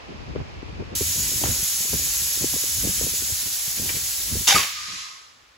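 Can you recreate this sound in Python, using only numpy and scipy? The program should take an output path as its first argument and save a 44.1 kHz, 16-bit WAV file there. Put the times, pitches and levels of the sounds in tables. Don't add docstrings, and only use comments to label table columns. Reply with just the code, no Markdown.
import sys
import numpy as np
from scipy import signal
from scipy.fft import rfft, irfft, next_fast_len
from scipy.io import wavfile

SR = 44100
rng = np.random.default_rng(int(sys.argv[2]) if len(sys.argv) > 2 else 0)


def unload_audio(sound):
    columns = np.transpose(np.atleast_2d(sound))
    steps = np.round(np.clip(columns, -1, 1) * 32767)
    wavfile.write(sys.argv[1], SR, steps.astype(np.int16))


N = 245637
TIME = np.arange(N) / SR
SIZE = next_fast_len(N + SR)
HZ = np.maximum(np.arange(SIZE // 2 + 1) * SR / SIZE, 1)
CUT_S = .952


def blast():
    # f/Hz, relative level/dB per Hz
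    rush_colour = [(150, -14), (400, -18), (780, -4), (1300, -7.5), (2100, -1), (2900, -2), (3700, -3),
                   (4300, -4), (5900, -2.5), (7000, -6), (8500, -12), (11000, -10), (15000, -21)]
    # f/Hz, width/Hz, relative level/dB
    open_gap = [(970, 28, -10), (1520, 38, -7.5), (2320, 60, -9), (2796, 40, 1), (3130, 70, -2.5),
                (3576, 33, 1), (3770, 29, 3.5), (4460, 29, -5), (4820, 34, -6), (4715, 21, -5),
                (5420, 28, -1), (5760, 28, -2), (6260, 28, -2), (6430, 80, -3), (7060, 55, -6)]
    # f/Hz, width/Hz, relative level/dB
    narrow_gap = [(2190, 120, 3.5), (2460, 47, -3), (2680, 25, -1), (2930, 110, -9), (3380, 45, -5),
                  (4650, 71, 5), (5800, 38, -3), (6340, 40, -2), (6900, 36, -1), (8100, 64, 1)]
    # t/s, gain/dB
    surges = [(4.474, 3.5), (4.488, 2), (4.499, 1.5), (4.511, 2.5), (4.526, 1.5), (4.536, -2.5),
              (4.55, 4.5), (4.615, 4.5), (4.648, 5), (4.7, -9)]
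    # t/s, level/dB
    slam_hits = [(4.477, -30)]
    start_s, attack_s, hold_s, fall_db_per_s = 4.4705, .007, .02, 122
    narrows_after_s, narrows_for_s = 0.054, 0.024

    rush = turbulence(colour(rush_colour), side_db=-6.0) * from_db(-3)
    wide = turbulence(np.sqrt(resonances(open_gap)), side_db=-1.0) * from_db(-1.5)
    narrow = turbulence(np.sqrt(resonances(narrow_gap)), side_db=-1.0) * from_db(-6)
    narrowed = np.clip((TIME - start_s - narrows_after_s) / narrows_for_s, 0, 1)
    roar = torn(rush + wide * np.sqrt(1 - narrowed) + narrow * np.sqrt(narrowed))

    surge_db, = in_time(surges)
    rough_db = 1.4 * drift(rate=220)
    roar = roar * from_db(-13 + surge_db + rough_db) * envelope(start_s, attack_s, hold_s, fall_db_per_s)
    barrel_modes = [(hz, db, np.log(1000) / (np.pi * width) * 1.6) for hz, width, db in open_gap]
    return roar + struck(slam_hits, barrel_modes)


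def torn(x):
    centres = 500 * 2 ** np.arange(5)
    out = 0
    for share in np.eye(len(centres)):
        octave = shaped(x, np.interp(np.log(HZ), np.log(centres), share))
        out = out + octave * from_db(2.0 * drift(rate=60))
    return out


def sidewalls():
    # f/Hz, relative level/dB per Hz
    thump_colour = [(35, -9), (70, 1), (170, -7), (330, 1), (600, -9), (1200, -16.5)]
    # t/s, level/dB
    bumps = [(4.545, -24.5), (4.563, -24.5)]
    # f/Hz, relative level/dB, t60/s
    tire = [(88, -8, .12), (183, 0, .07), (332, -2, .04), (617, -2, .03)]
    thump = turbulence(colour(thump_colour), side_db=-1.0) * from_db(-26.5)
    thump = thump * envelope(4.54, attack_s=0.004, hold_s=0.025, fall_db_per_s=339)
    return thump + struck(bumps, tire)


def hoot():
    # t/s, settled pitch f/Hz, level/dB, fall/dB per s
    notes = [(4.513, 791, -22.5, 450), (4.552, 1213, -14, 800), (4.573, 1099, -24.5, 380),
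             (4.661, 1115, -39, 450), (4.706, 1240, -44, 500), (4.76, 1212, -37.5, 180),
             (4.85, 1215, -41, 292), (4.892, 1237, -47, 200), (5.03, 1218, -51, 78)]
    attack_s, sharp_share, settle_s = 0.012, 0.042, 0.017
    out, waver = 0, 1 + 0.0167 * drift(rate=140)
    for s, hz, db, fall_db_per_s in notes:
        sag = 1 + sharp_share * np.exp(-np.maximum(TIME - s, 0) / settle_s)
        phase = 2 * np.pi * np.cumsum(hz * sag * waver) / SR
        tone = np.sqrt(2) * np.array([np.sin(phase), 0.45 * np.cos(phase)])
        out = out + tone * from_db(db) * envelope(s, attack_s, 0, fall_db_per_s)
    return out * from_db(2.5 * drift(rate=70))


def drain():
    # f/Hz, relative level/dB per Hz
    drain_colour = [(600, -34), (900, -19), (1500, -6), (2100, -1), (3000, -2), (4000, -0.5), (5200, 0.5),
                    (6800, -3), (8500, -11), (11000, -15), (13000, -25), (15000, -46)]
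    # f/Hz, width/Hz, relative level/dB
    hollow = [(1249, 59, 3.5), (1088, 130, 0)]
    attack_s, fall_db_per_s = 0.025, 67.5

    hiss = turbulence(colour(drain_colour) * near_echoes(share=0.24, longest_s=0.011), side_db=2.5)
    pipe_gain = sum(from_db(db) * resonance(hz, width) ** 2 for hz, width, db in hollow)
    tone = turbulence(pipe_gain, side_db=5.0)
    hiss = hiss * from_db(-34) * envelope(4.574, attack_s, 0.4, fall_db_per_s)
    tone = tone * from_db(-49) * envelope(4.745, attack_s, 0.32, fall_db_per_s)
    return hiss + tone


def hose():
    # f/Hz, relative level/dB per Hz
    hiss_colour = [(1000, -15.5), (1400, -14), (1900, -9.5), (2400, -10), (3200, -6.5), (4200, -3.5),
                   (5600, -1), (7000, -.5), (11400, 1), (15200, -2)]
    # f/Hz, width/Hz, level over the unshaded hiss/dB
    whistle_modes = [(2455, 37, 4), (2900, 78, 0.5), (3830, 54, 0), (5330, 160, 1), (6160, 140, 4),
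                     (6520, 50, 6.5), (6800, 68, 9.5), (7380, 73, 4), (7740, 67, 7), (10320, 68, 6.5),
                     (11340, 90, 6.5)]
    bead_seals_s, seal_db_per_s = 4.6, 119
    shade_s, shade_takes_s = 3.07, 0.4
    shade = np.clip((TIME - shade_s) / shade_takes_s, 0, 1)

    air = turbulence(colour(hiss_colour), side_db=0.0)
    whistles = shaped(air, np.sqrt(1 + resonances(whistle_modes)) - 1)
    jet = air + whistles * from_db(-9 * shade + 0.97 * drift(rate=9.5))

    first = shaped(jet, near_echoes(share=0.52, longest_s=.024) - 1)
    second = shaped(jet, near_echoes(share=0.52, longest_s=.024) - 1)
    turn = 2 * np.pi * .55 * TIME
    jet = rms_one(jet + np.cos(turn) * first + np.sin(turn) * second)

    body = shaped(jet, 1 / (1 + (HZ / 7500) ** 8))
    sizzle = jet - body
    jet = body * from_db(-21.5 - 1 * shade) + sizzle * from_db(-23.5 - 1.5 * shade)
    choke_db = seal_db_per_s * np.maximum(TIME - bead_seals_s, 0)
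    return jet * (TIME > CUT_S) * from_db(0.43 * drift(rate=19.0) - choke_db)


def near_echoes(share, longest_s):
    taps = np.zeros((2, SIZE))
    for channel in taps:
        delays = (rng.uniform(.1, 1, size=40) * longest_s * SR).astype(int)
        channel[delays] = rng.standard_normal(size=40)
    taps *= share / np.sqrt(np.sum(taps ** 2, axis=1, keepdims=True))
    taps[:, 0] = 1
    return rfft(taps)


def clink():
    # t/s, level/dB
    touches = [(3.892, -26.5), (3.957, -38)]
    # f/Hz, relative level/dB, t60/s
    rim = [(930, -6, .02), (1410, -8, 0.0079), (1890, 2, 0.1), (1890, -3, 0.11), (2342, 2, 0.051),
           (2940, 1, 0.037), (3720, -8, 0.083), (4600, -12, 0.018)]
    # f/Hz, relative level/dB per Hz
    grate_colour = [(800, -10), (1400, -3), (2100, 1), (3200, -3), (5000, -19), (10000, -35)]
    grit = turbulence(colour(grate_colour), side_db=3.0) * from_db(3.0 * drift(rate=320))
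    scrape = sum(from_db(db - 8) * envelope(s, .001, .003, fall_db_per_s=300) for s, db in touches)
    return struck(touches, rim) + grit * scrape


def handling():
    # t/s, level/dB, f/Hz at which the contact rings
    knocks = [(0.122, -34, 560), (0.29, -33, 90), (0.337, -31, 447), (0.352, -30, 450), (0.36, -19.5, 420),
              (0.372, -32, 200), (0.402, -35, 564), (0.414, -26, 131), (0.629, -27, 290), (0.726, -30, 160),
              (0.798, -32, 220), (0.81, -36, 139), (0.823, -27, 420), (0.928, -30, 262), (1.009, -20, 413),
              (1.014, -22, 150), (1.024, -28, 189), (1.16, -33, 330), (1.172, -34, 202), (1.195, -31, 110),
              (1.198, -35, 445), (1.318, -29.5, 600), (1.337, -32, 474), (1.367, -28.5, 65),
              (1.415, -24.5, 560), (1.439, -19, 573), (1.442, -22, 240), (1.447, -19, 120),
              (1.461, -24, 302), (1.474, -27.5, 480), (1.488, -20, 98), (1.627, -27, 148),
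              (1.805, -30.5, 170), (1.932, -25, 483), (1.939, -17.5, 188), (1.955, -26, 80),
              (1.995, -32, 298), (2.02, -35, 300), (2.094, -38, 220), (2.374, -35, 378),
              (2.422, -23.5, 230), (2.443, -16.5, 320), (2.54, -26.5, 260), (2.563, -29, 460),
              (2.639, -29.5, 360), (2.841, -17, 175), (2.85, -24, 330), (2.873, -22.5, 300),
              (2.892, -20, 190), (3.012, -23.5, 460), (3.037, -26, 210), (3.067, -23.5, 297),
              (3.138, -35, 450), (3.223, -34, 400), (3.298, -36, 480), (3.321, -27, 101), (3.469, -33, 232),
              (3.677, -32, 149), (3.798, -23.5, 242), (3.821, -24, 167), (3.86, -35, 220),
              (3.903, -33, 300), (3.966, -29, 189), (4.325, -20, 99), (4.354, -24.5, 382),
              (4.368, -23.5, 204)]
    # f/Hz, relative level/dB, t60/s
    case = [(67.5, -3, 0.33), (99, 2.5, 0.051), (220, -5.5, 0.041), (412, 5.5, 0.021), (572, -0.5, 0.031),
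            (860, -7.5, 0.021)]
    # t/s, level/dB, f/Hz above which the snap is dull
    snaps = [(0.358, -30, 2490), (0.402, -32, 1500), (1.4375, -18.5, 4000), (1.932, -29, 1400),
             (2.537, -28.5, 1100)]
    # f/Hz, relative level/dB, t60/s
    snap_modes = [(694, 1.5, 0.014), (1010, 2.5, 0.0092), (1400, -5, .006), (2000, -7, .005),
                  (2600, 1, .004), (3250, 4, 0.0045)]
    # t/s, level/dB, fall/dB per s
    scuffs = [(0.357, -45, 480), (0.401, -52, 500), (1.438, -33, 900), (1.448, -37, 94), (1.93, -41, 699)]
    # f/Hz, relative level/dB per Hz
    scuff_colour = [(500, 0), (1000, -2), (2200, -3.5), (3500, -10), (6000, -28), (12000, -45)]
    out = 0
    for s, db, contact_hz in knocks:
        detune = 2 ** (.2 * rng.uniform(-1.23, 1))
        ringing = [(contact_hz, -1, 8.7 / contact_hz)]
        for hz, mode_db, t60 in case:
            far_db = 10 * np.log10(1 + 1.7 * (hz / contact_hz - contact_hz / hz) ** 2)
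            ringing.append((hz * detune, -5 + mode_db - far_db, t60))
        out = out + struck([(s, db)], ringing)
    for s, db, dull_hz in snaps:
        dulled = [(hz, mode_db - 10 * np.log10(1 + (hz / dull_hz) ** 8), t60)
                  for hz, mode_db, t60 in snap_modes]
        out = out + struck([(s, db)], dulled)
    rub = turbulence(colour(scuff_colour), side_db=2.0) * from_db(3.1 * drift(rate=500))
    return out + rub * sum(from_db(db) * envelope(s, 0.0029, .003, fall) for s, db, fall in scuffs)


def wind():
    # t/s, nominal length/s, level/dB before the puff's trim, corner f/Hz
    gusts = [(0.116, 0.059, -43.5, 350), (0.301, 0.038, -39, 170), (0.368, 0.025, -35, 200),
             (0.407, 0.031, -36, 180), (0.808, 0.023, -32.5, 202), (0.933, 0.039, -39, 300),
             (1.017, 0.021, -33, 282), (1.203, 0.079, -36, 130), (1.473, 0.092, -35, 210),
             (1.944, 0.031, -32.5, 188), (2.235, 0.048, -44, 79), (2.432, 0.042, -33.5, 190),
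             (2.549, 0.025, -38, 200), (2.784, 0.038, -36.5, 70), (2.858, 0.056, -33.5, 191),
             (3.047, 0.057, -37, 250), (3.229, 0.036, -49.5, 231), (3.474, 0.027, -42.5, 170),
             (3.833, 0.1, -40, 220), (3.96, 0.029, -36, 160), (4.339, 0.052, -33, 125.5),
             (4.413, 0.013, -36.5, 80.6), (4.925, 0.084, -53, 257)]
    # t/s, reference level/dB
    draught = [(0, -60), (.12, -52), (.42, -46), (.52, -47), (.8, -47), (1.08, -53), (1.4, -43.5),
               (1.62, -48), (1.71, -57), (1.82, -48.5), (2.14, -50), (2.52, -65), (2.8, -50), (3.3, -52.5),
               (3.6, -61), (4.2, -58), (4.5, -58), (4.68, -71), (4.82, -61), (5.15, -75), (5.57, -74)]
    # f/Hz, relative level/dB per Hz
    draught_colour = [(22, -28), (40, -1), (60, 5.5), (110, -1.5), (200, -11), (400, -15.5), (900, -71)]
    # t/s, gain of the differing part/dB
    wind_width = [(0.93, 6.5), (0.98, -2.5)]
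    swell_db, swell_s = -8, 0.1

    draught_db, = in_time(draught)
    swells = sum(from_db(db + swell_db) ** 2 * np.exp(-((TIME - s) / swell_s) ** 2) for s, _, db, _ in gusts)
    level = np.sqrt(from_db(draught_db + 5) ** 2 + swells)
    rumble = turbulence(colour(draught_colour), side_db=2.0) * level * from_db(2.5 * drift(rate=17.0))
    common, differing = rumble + puffs(gusts + weak_gusts(draught_db, count=30))
    width_db, = in_time(wind_width)
    return np.array([common, differing * from_db(width_db)])


def weak_gusts(draught_db, count):
    over_db, spread_db, length_s, middle_corner_hz = 4, -1, 0.019, 300
    chance = rng.random((count, 3)) * 2 - 1
    at = ((np.arange(count) + .5 + .5 * chance[:, 0]) * N / count).astype(int)
    return [(i / SR, length_s, draught_db[i] + over_db + spread_db * strength, middle_corner_hz * 2 ** (.5 * size))
            for i, (_, strength, size) in zip(at, chance)]


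def puffs(rows):
    out, low_cut = np.zeros((2, N)), signal.butter(2, 55, "high", fs=SR, output="sos")
    for s, length, db, corner_hz in rows:
        near = np.flatnonzero(abs(TIME - s) < .15)
        eddy = signal.butter(2, corner_hz, fs=SR, output="sos")
        noise = rng.standard_normal((2, SR // 3))[:, :len(near)]
        puff = signal.sosfilt(np.vstack([low_cut, eddy]), noise)
        age = (TIME[near] - s) / (0.59 * length)
        puff /= 1 + abs(age) ** np.where(age < 0, 5.0, 2.8)
        puff *= np.sqrt(length * SR / np.sum(puff ** 2, axis=1, keepdims=True))
        out[:, near] += from_db(db + 2.1) * puff
    return out


def shop():
    # f/Hz, relative level/dB per Hz
    first_colour = [(500, -2.5), (1000, -4.5), (1600, -9), (2500, -6), (3500, -13), (5000, -14.5),
                    (6500, -21.5), (8000, -29.5), (11000, -36.5), (15000, -55.5)]
    # f/Hz, relative level/dB per Hz
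    second_colour = [(60, -13), (150, -11), (400, -3), (700, -2.5), (1200, 2), (2500, -1), (5000, -5.5),
                     (8000, -13), (11000, -18), (15000, -22.5)]
    first = turbulence(colour(first_colour), side_db=5.0) * from_db(-45.5) * (TIME < CUT_S)
    second = turbulence(colour(second_colour), side_db=2.0) * from_db(-56.0) * (TIME >= CUT_S)
    return first + second


def bay(x, wet_db):
    # f/Hz, t60/s
    bay_t60 = [(100, 0.28), (600, 0.1), (1200, 0.72), (4000, 0.63), (8000, 0.45), (15000, 0.65)]
    t, tail = TIME[:SR], 0
    edges = np.geomspace(70, 17000, 9)
    for low, high in zip(edges, edges[1:]):
        band_pass = signal.butter(2, [low, high], "band", fs=SR, output="sos")
        band = signal.sosfilt(band_pass, rng.standard_normal((2, SR)))
        tail = tail + band * from_db(-60 * t / at_hz(bay_t60, np.sqrt(low * high)))
    tail = tail * (1 - np.exp(-t / 0.015))
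    return x + from_db(wet_db) * shaped(x[0], rfft(rms_one(tail) / np.sqrt(SR), SIZE))


def microphones(x, lag_s, in_step_hz):
    # f/Hz, correlation
    likeness = [(60, .8), (300, .6), (700, .25), (1300, .2), (2600, .5), (4200, .45), (5500, .2),
                (7000, .85), (8600, .995), (15000, .995)]
    # f/Hz, left minus right level/dB
    lean = [(60, .5), (300, 1.7), (700, 1.6), (2000, -.5), (5500, -1.3), (8000, 0)]
    alike = np.clip(at_hz(likeness), -.998, .998)
    common, differing = shaped(x, np.sqrt([1 + alike, 1 - alike]) / np.sqrt(2))
    lag = np.exp(-1j * np.pi * lag_s * np.maximum(HZ - in_step_hz, 0))
    turn = from_db(at_hz(lean) / 2) * lag
    return shaped(np.array([common + differing, common - differing]), np.array([turn, 1 / turn]))


def struck(hits, modes):
    out, age = np.zeros((2, N)), TIME[:SR // 3]
    for s, db in hits:
        start = round(s * SR)
        for k, (hz, mode_db, t60) in enumerate(modes):
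            strength = np.array([[(-1) ** k], [rng.choice([-1, 1]) * from_db(-0.5)]])
            ring = from_db(db + mode_db - 60 * age / t60) * np.sin(2 * np.pi * hz * age)
            out[:, start:start + len(age)] += strength * ring
    return out


def turbulence(gain, side_db):
    return rms_one(shaped(rng.standard_normal((2, N)), gain)) * from_db([[0], [side_db]])


def drift(rate):
    return rms_one(shaped(rng.standard_normal(N), 1 / (1 + (HZ / rate) ** 2)))


def envelope(start_s, attack_s, hold_s, fall_db_per_s):
    age = TIME - start_s
    return np.clip(age / attack_s, 0, 1) * from_db(-fall_db_per_s * np.maximum(age - attack_s - hold_s, 0))


def resonance(hz, width_hz):
    return 1 / np.sqrt(1 + ((HZ ** 2 - hz ** 2) / (HZ * width_hz)) ** 2)


def resonances(modes):
    return sum((from_db(db) * resonance(hz, width)) ** 2 for hz, width, db in modes)


def colour(points):
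    return from_db(at_hz(points)) / np.sqrt(1 + (.5 * points[0][0] / HZ) ** 4)


def at_hz(points, hz=HZ):
    return np.interp(np.log(hz), np.log(np.array(points)[:, 0]), np.array(points)[:, 1])


def in_time(rows):
    s, *columns = np.transpose(rows)
    return [np.interp(TIME, s, c) for c in columns]


def shaped(x, gain):
    return irfft(rfft(x, SIZE) * gain, SIZE)[..., :N]


def rms_one(x):
    return x / np.sqrt(np.mean(x ** 2) + 1e-20)


def from_db(db):
    return 10 ** (np.asarray(db) / 20)


def scene():
    tank = bay(blast() + sidewalls() + drain() + clink(), wet_db=-12.0)
    tank = tank + bay(hoot(), wet_db=-18.0)
    at_ports = tank + hose() + handling() + wind() + shop()
    return microphones(at_ports, lag_s=0.00023, in_step_hz=6807)


def record(dry):
    cutoff_hz = 15750
    thinned = signal.sosfilt(signal.butter(2, 36, "high", fs=SR, output="sos"), dry)
    rounded = 1.3 * np.tanh(thinned / 1.3)
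    return shaped(rounded, 1 / np.sqrt(1 + (HZ / cutoff_hz) ** 300))


dry = scene()
out = record(dry)
unload_audio(out)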